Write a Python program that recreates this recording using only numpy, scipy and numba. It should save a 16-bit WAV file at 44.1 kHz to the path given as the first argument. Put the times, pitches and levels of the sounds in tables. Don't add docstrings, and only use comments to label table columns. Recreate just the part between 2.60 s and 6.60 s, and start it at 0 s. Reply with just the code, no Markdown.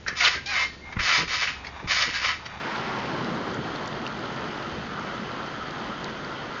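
import sys
import numpy as np
from scipy import signal
from scipy.fft import rfft, irfft
from scipy.io import wavfile
from scipy.ndimage import uniform_filter1d, map_coordinates
from numba import njit

SR = 44100
rng = np.random.default_rng(int(sys.argv[2]) if len(sys.argv) > 2 else 0)


def wrap_up_sound(samples):
    columns = np.atleast_2d(samples).T
    tamed = np.clip(columns, -1, 1)
    steps = np.round(tamed * 32767).astype(np.int16)
    wavfile.write(sys.argv[1], SR, steps)


N = 4 * SR

# time in seconds, then gurgle, churn and spray levels in dB.
JET_FADERS = [(0, -39, -43.5, -35.5), (.17, -39, -37.5, -34), (.42, -36, -37.5, -35.5),
              (.57, -34, -37, -38), (.68, -31, -37, -42), (.74, -31.5, -32, -45), (.8, -35.5, -36, -44),
              (.9, -34.2, -36.5, -39.5), (1.0, -32, -42, -50.5), (1.07, -34, -39, -43.5),
              (1.25, -38.5, -38, -44), (1.55, -38, -41.5, -47), (1.78, -38.5, -38.5, -43),
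              (2.03, -41, -41, -41), (2.18, -38.5, -41, -51), (2.29, -39.5, -45.5, -60),
              (2.419, -39, -39.5, -42.5), (2.62, -39.5, -45, -45), (2.81, -40.5, -39, -44),
              (3.04, -42.5, -44, -52), (3.23, -40.5, -38, -41.5), (3.33, -41.5, -41, -51),
              (3.5, -39.5, -41, -48), (3.6, -40.5, -45.5, -55.5), (3.7, -41, -38.5, -46),
              (4, -41.5, -47, -43.5)]
def jet_gain(layer):
    times, *levels_db = np.array(JET_FADERS, float).T
    fader_db = levels_db[("gurgle", "churn", "spray").index(layer)]
    return undb(np.interp(np.arange(N) / SR, times, fader_db))


# frequency in Hz, gain in dB.
GURGLE_EQ = [(40, -29), (85, -13.5), (128, -2.3), (172, 0.3), (235, -1.3), (320, -4.5), (420, -6),
             (600, -13), (1000, -32)]
def gurgle():
    air = bubbles(per_s=900, low_hz=68.8, high_hz=755, cycles=8.2, spread_db=1.5, glide=.15)
    return colour(air, GURGLE_EQ) * jet_gain("gurgle") * undb(.5 * walk(14))


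# start in seconds, level in dB, pitch in Hz.
GLUG_CUES = [(.535, -34, 155), (.632, -29.5, 172), (.678, -27.5, 185), (.695, -31.5, 340), (.722, -31, 225),
             (.988, -30, 155), (2.12, -41.5, 83), (2.165, -41, 72.5), (2.625, -38, 150.7)]
def glugs():
    attack_cycles, rise_per_attack = 1.42, .023
    t, out = np.arange(N) / SR, np.zeros(N)
    for start, db, hz in GLUG_CUES:
        age = np.maximum(t - start, 0) * hz / attack_cycles
        envelope = age * np.exp(1 - age)
        phase = 2 * np.pi * attack_cycles * age * (1 + rise_per_attack * age / 2)
        out += undb(db) * envelope * np.sin(phase)
    return out


# frequency in Hz, gain in dB.
CHURN_EQ = [(150, -18.5), (300, 4), (480, 2), (680, 1.5), (850, 2), (1050, 1.5), (1500, -5), (1950, -5.5),
            (2400, -23.5), (4000, -13), (7000, -33)]
def churn():
    foam = bubbles(per_s=6000, low_hz=221.3, high_hz=6940, cycles=8, spread_db=1.6, glide=.26)
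    return colour(foam, CHURN_EQ) * jet_gain("churn") * undb(1.2 * walk(30))


# frequency in Hz, gain in dB.
SPRAY_EQ = [(400, -21), (690, -4.5), (860, 1.5), (1050, 2), (1220, -5), (1400, -4.5), (2050, -5),
            (2600, -9), (3600, -15), (4500, -19.5), (5300, -17), (6000, -26), (7300, -36)]
def spray():
    ticks = impacts(per_s=9000, spread_db=3)
    fizz = bubbles(per_s=3500, low_hz=633, high_hz=6920, cycles=8.8, spread_db=1.5, glide=.31)
    return colour(ticks + .7 * fizz, SPRAY_EQ) * jet_gain("spray") * undb(.78 * walk(25))


# pitch in Hz, width in Hz, level in dB.
PIPE_MODES = [(1320, 205, -44.8), (3100, 220, -52.3)]
# peak time in seconds, level in dB.
SLUG_CUES = [(.16, -37.5), (.33, -38.5), (1.49, -41), (1.64, -39), (1.79, -42), (2.05, -38.5), (2.34, -37),
             (2.385, -37.5), (2.50, -38), (2.70, -40), (2.81, -37.5), (3.02, -39), (3.2, -41),
             (3.32, -40.5), (3.71, -40.5), (3.98, -41.5)]
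def pipe():
    slug_half_s = .025
    t, steady = np.arange(N) / SR, np.zeros(N)
    for hz, width, db in PIPE_MODES:
        rattle = impacts(per_s=2500, spread_db=2.5)
        steady += ring(rattle, hz, width) * undb(db + .9 * walk(19))
    swell = sum(undb(db) * np.exp(-.5 * ((t - peak) / slug_half_s) ** 2) for peak, db in SLUG_CUES)
    low_hz, low_width, _ = PIPE_MODES[0]
    return wander(steady) + swell * wander(ring(impacts(per_s=2500, spread_db=1), low_hz, low_width))


def wander(x):
    speed = 1 + .014 * walk(11)
    return map_coordinates(x, [np.cumsum(speed)], mode="mirror")


# start in seconds, level in dB, pitch in Hz.
DROP_CUES = [(.160, -32.5, 3900), (.644, -32.5, 4400), (.914, -39, 4000), (.943, -41, 6600),
             (1.159, -32.5, 4200), (1.258, -39, 4900), (1.274, -39, 6300), (1.278, -35, 3900),
             (1.4645, -25.5, 2620), (1.465, -36, 4700), (1.475, -36, 4500), (1.591, -39, 4200),
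             (1.655, -38.5, 3900), (2.026, -37.5, 4000), (3.108, -39, 4600), (3.442, -41, 6300),
             (3.443, -31, 4200), (3.646, -37.5, 4500)]
def drops():
    attack_s, hold_s, decay_s, q = .0005, .001, .0014, 4.4
    t, out = np.arange(SR // 20) / SR, np.zeros(N + SR)
    envelope = np.minimum(t / attack_s, 1) * np.exp(-np.maximum(t - hold_s, 0) / decay_s)
    envelope_rms = np.sqrt(np.mean(envelope ** 2))
    for start, db, hz in DROP_CUES:
        burst = ring(rng.standard_normal(len(t)) * envelope, hz, hz / q)
        i = int(start * SR)
        out[i:i + len(t)] += burst * envelope_rms * undb(db)
    return out[:N]


# frequency in Hz, gain in dB.
RAIN_EQ = [(200, -5.5), (600, 2), (1000, -1.5), (1500, 1), (1750, -1.5), (2000, -2), (2300, -8), (2800, -7),
           (3500, -8.5), (4100, -12.5), (4600, -10.5), (5600, -20.5), (6400, -17.5), (7000, -27.5),
           (7500, -44)]
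def rain():
    wash_db, patter_db = -40.2, -47
    wash = colour(impacts(per_s=14000, spread_db=2), RAIN_EQ) * undb(wash_db + .5 * walk(9))
    patter = bubbles(per_s=1200, low_hz=1080, high_hz=7500, cycles=9, spread_db=3.8, glide=.13)
    return wash + colour(patter, RAIN_EQ) * undb(patter_db + 1.2 * walk(16))


# frequency in Hz, gain in dB.
RUMBLE_EQ = [(20, -17), (40, -1), (62, 10.5), (100, 5), (160, -1.5), (300, -36)]
def rumble(level_db=-56):
    return colour(rng.standard_normal(N), RUMBLE_EQ) * undb(level_db + 2.2 * walk(5))


def yard_reverb(x, t60_s=.35, predelay_s=.006):
    t = np.arange(SR // 2) / SR
    tail = rng.standard_normal(len(t)) * np.exp(-np.log(1000) * t / t60_s) * (t > predelay_s)
    return signal.fftconvolve(x, tail / np.sqrt(np.sum(tail ** 2)))[:N]


def bubbles(per_s, low_hz, high_hz, cycles, spread_db, glide):
    when, pitch, length, chance = rng.random((int(per_s * N / SR), 4)).T
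    starts = (when * N).astype(np.int64)
    hz = low_hz * (high_hz / low_hz) ** pitch
    size = hz * undb(-spread_db * np.log(np.maximum(chance, .01)))
    polarity = rng.choice([-1, 1], len(hz))
    return unit(chirps(starts, hz, cycles * (.5 + length), size * polarity, float(glide)))


@njit
def chirps(start, hz, cycles, size, glide):
    out = np.zeros(N)
    for k in range(len(start)):
        n = int(cycles[k] * SR / hz[k]) + 2
        phase, gain, fade = 0., size[k], np.exp(-5.8 / n)
        for i in range(min(n, N - start[k])):
            phase += 2 * np.pi * hz[k] * (1 + glide * i / n) / SR
            out[start[k] + i] += gain * np.sin(phase)
            gain *= fade
    return out


def impacts(per_s, spread_db):
    when, chance, sign = rng.random((int(per_s * N / SR), 3)).T
    size = undb(-spread_db * np.log(np.maximum(chance, .002)))
    return unit(np.bincount((when * N).astype(int), size * np.sign(sign - .5), N))


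def ring(x, hz, width):
    b, a = signal.iirpeak(hz, hz / width / np.sqrt(2), fs=SR)
    return unit(signal.lfilter(b, a, signal.lfilter(b, a, x)))


def colour(x, eq):
    hz, db = np.array(eq, float).T
    bins_hz = np.maximum(np.fft.rfftfreq(N, 1 / SR), 1)
    curve_db = np.interp(np.log(bins_hz), np.log(hz), db)
    return unit(irfft(rfft(x) * undb(curve_db), N))


def walk(per_s):
    hold = int(SR / per_s)
    steps = np.repeat(rng.standard_normal(N // hold + 1), hold)
    return unit(uniform_filter1d(uniform_filter1d(steps, hold), hold)[:N])


def undb(db):
    return 10 ** (np.asarray(db) / 20)


def unit(x):
    return x / np.sqrt(np.mean(x ** 2) + 1e-20)


def scene():
    reverb_db, water_trim_db = -11.5, .5
    water = gurgle() + glugs() + churn() + spray() + pipe() + rain()
    water_in_yard = water + undb(reverb_db) * yard_reverb(water)
    return (undb(water_trim_db) * water_in_yard + drops() + rumble())[None]


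def record(dry, cutoff_hz=7450):
    return signal.sosfilt(signal.ellip(10, .2, 80, cutoff_hz, fs=SR, output="sos"), dry)


dry = scene()
out = record(dry)
wrap_up_sound(out)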